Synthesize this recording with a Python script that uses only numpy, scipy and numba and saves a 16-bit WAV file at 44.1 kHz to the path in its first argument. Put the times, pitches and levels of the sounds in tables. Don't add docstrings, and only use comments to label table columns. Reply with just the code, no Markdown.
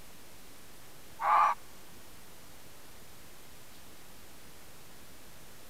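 import sys
import numpy as np
from scipy import signal
from scipy.fft import rfft, irfft
from scipy.io import wavfile
from scipy.ndimage import uniform_filter1d
from numba import njit

SR = 44100
rng = np.random.default_rng(int(sys.argv[2]) if len(sys.argv) > 2 else 0)


def digitize_waveform(pressure):
    field = np.atleast_2d(pressure).T
    bounded = np.clip(field, -1, 1)
    quanta = np.round(bounded * 32767).astype(np.int16)
    wavfile.write(sys.argv[1], SR, quanta)


N = 250929

# pitch_hz, relative_level_db
HISS_SHAPE = [(20, -1.5), (50, 2.5), (160, 0), (350, -2.5), (800, -6.5), (2000, -10), (5000, -13.5),
              (9000, -15), (13500, -15.5), (15000, -18), (15700, -26)]
# pitch_hz, width_hz, relative_level_db
THROAT_RINGS = [(667, 110, -13), (836.4, 47, 8), (1076, 194, -1), (1174, 60, 9), (1281, 31, -13)]
# pitch_hz, width_hz, relative_level_db
MOUTH_RINGS = [(1477, 265, 7), (2015, 100, 0), (2243, 132, 6.5), (2850, 340, -14.5), (3890, 510, -12),
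               (5550, 450, -26), (7400, 450, -20.5)]

BARK_AT_S, SWELL_S, HOLD_S, SAG_S, SAG_TO, SHUT_S = 1.188, .145, .105, .08, .45, 0.022
CLEAN_S, BREAK_S, CLEAR_S, CLEAR_TO = 0.012, 0.031, 0.07, 0.82
JAW_START, JAW_WIDE, JAW_END, JAW_OPENS_S = .92, 1.058, 0.95, 0.3
SLACK_HZ, EFFORT_HZ = 294, 50.03
THROAT_DB, MOUTH_DB, MOUTH_POWER = -23.5, -38.5, 0.43


def from_db(db):
    return 10 ** (np.asarray(db) / 20)


def rms_one(x):
    return x / np.sqrt(np.mean(x ** 2) + 1e-20)


def butter(x, hz, kind, order=2):
    return signal.sosfilt(signal.butter(order, hz, kind, fs=SR, output="sos"), x)


def drift(rate_hz):
    return rms_one(butter(rng.standard_normal(N), rate_hz, "low"))


def steadied(x, samples):
    return x / np.sqrt(np.abs(uniform_filter1d(x ** 2, samples)) + 1e-12)


def envelope(start_s, rise_s, hold_s, fall_s, end=0):
    corners_s = start_s + np.cumsum([0, rise_s, hold_s, fall_s])
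    return np.interp(np.arange(N) / SR, corners_s, [0, 1, 1, end])


def hiss(level_db=-54):
    pitch_hz, shape_db = np.transpose(HISS_SHAPE)
    all_hz = np.maximum(np.fft.rfftfreq(N, 1 / SR), 1)
    gain = from_db(np.interp(np.log(all_hz), np.log(pitch_hz), shape_db))
    spectrum = rfft(rng.standard_normal(N)) * gain
    return from_db(level_db) * rms_one(irfft(spectrum, N))


def bark_movements():
    t = np.arange(N) / SR - BARK_AT_S
    length_s = SWELL_S + HOLD_S + SAG_S + SHUT_S
    effort = envelope(BARK_AT_S, SWELL_S, HOLD_S, SAG_S, SAG_TO)
    airflow = np.clip((length_s - t) / SHUT_S, 0, 1)
    rough_s = length_s - CLEAN_S - BREAK_S - CLEAR_S
    roughness = envelope(BARK_AT_S + CLEAN_S, BREAK_S, rough_s, CLEAR_S, CLEAR_TO)
    drop = np.sin(np.pi / 2 * np.clip(t / JAW_OPENS_S, 0, 1))
    jaw_goal = np.interp(t, [JAW_OPENS_S, length_s], [JAW_WIDE, JAW_END])
    opening = JAW_START + drop * (jaw_goal - JAW_START)
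    return effort, airflow, np.clip(roughness, 0, 1), opening


def vocal_folds(rate_hz, rate_wobble=.04, spread_db=2.0, limp=0.39, air=0.97, flutter=0.38):
    cycles = np.cumsum(rate_hz * (1 + rate_wobble * drift(90))) / SR
    closings = np.flatnonzero(np.diff(np.floor(cycles)))
    strong_weak = 1 + limp * (-1) ** np.arange(len(closings))
    pulses = np.zeros(N)
    pulses[closings] = from_db(spread_db * rng.standard_normal(N)[closings]) * strong_weak
    puffs = rng.standard_normal(N) * (1 + flutter * np.cos(2 * np.pi * cycles))
    return butter(rms_one(pulses), 2240, "low", order=1) + air * rms_one(puffs)


@njit
def ring(x, angle, decay):
    y = np.zeros(len(x))
    for i in range(2, len(x)):
        push = (1 - decay * decay) / 2 * (x[i] - x[i - 2])
        y[i] = push + 2 * decay * np.cos(angle[i]) * y[i - 1] - decay * decay * y[i - 2]
    return y


def airway(x, rings, pitch_factor):
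    total = np.zeros(N)
    for k, (pitch_hz, width_hz, level_db) in enumerate(rings):
        angle = 2 * np.pi * pitch_hz * pitch_factor / SR
        decay = np.exp(-np.pi * width_hz * np.sqrt(2) / SR)
        ringing = ring(ring(x, angle, decay), angle, decay)
        total += (-1) ** k * from_db(level_db) * ringing
    return total


def bark(waver=0.012, jaw_follow=0.21):
    effort, airflow, roughness, opening = bark_movements()
    rate_hz = SLACK_HZ + EFFORT_HZ * effort
    pulses = vocal_folds(rate_hz)
    throat_shift = opening ** jaw_follow * (1 + waver * drift(11.4))
    throat = butter(airway(pulses, THROAT_RINGS, throat_shift), [520, 1420], "band", order=4)
    throat += from_db(-30.5) * butter(rng.standard_normal(N), [280, 650], "band")
    mouth = butter(airway(pulses, MOUTH_RINGS, opening), 1150, "high", order=4)
    tone = np.sqrt(2) * np.sin(2 * np.pi * np.cumsum(3 * rate_hz) / SR)
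    voice = roughness * steadied(throat, samples=450) + np.sqrt(1 - roughness ** 2) * tone
    rasp = roughness * steadied(mouth, samples=450)
    throat_gain = from_db(THROAT_DB) * effort
    mouth_gain = from_db(MOUTH_DB) * effort ** MOUTH_POWER
    return airflow * (throat_gain * voice + mouth_gain * rasp)


def tree_echo(call, level_db=-43, fade_60_db_s=2.4, treble_cut_hz=4700):
    t = np.arange(SR) / SR
    echo = butter(rng.standard_normal(SR), treble_cut_hz, "low") * from_db(-60 * t / fade_60_db_s)
    return from_db(level_db) * signal.fftconvolve(call, echo / np.linalg.norm(echo))[:N]


def whistle(start_s=1.41, fade_s=.04, hold_s=.045, level_db=-56, flicker_db=3.5, waver=0.0122):
    age_s = np.clip(np.arange(N) / SR - start_s, 0, 2 * fade_s + hold_s)
    pitch_hz = 5620 + 2800 * age_s
    phase = 2 * np.pi * np.cumsum(pitch_hz * (1 + waver * drift(300))) / SR
    swell = envelope(start_s, fade_s, hold_s, fade_s)
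    return from_db(level_db + flicker_db * drift(200)) * swell * np.sin(phase)


def paw_in_leaves(start_s=3.72, press_s=.03, lift_s=0.073, level_db=-60.5, flicker_db=2.0):
    crackles = rng.standard_normal(N) * from_db(flicker_db * drift(300))
    rustle = steadied(butter(crackles, [3200, 4800], "band"), samples=1500)
    weight = envelope(start_s, press_s, 0, lift_s)
    return from_db(level_db) * weight * rustle


def scene():
    call = bark() + whistle()
    mix = call + tree_echo(call) + paw_in_leaves() + hiss()
    return np.tile(mix, (2, 1))


def record(dry, treble_cut_hz=15800, offset=.0053):
    treble_cut = signal.firwin(401, treble_cut_hz, fs=SR)
    return offset + signal.fftconvolve(dry, treble_cut[None], mode="same")


dry = scene()
out = record(dry)
digitize_waveform(out)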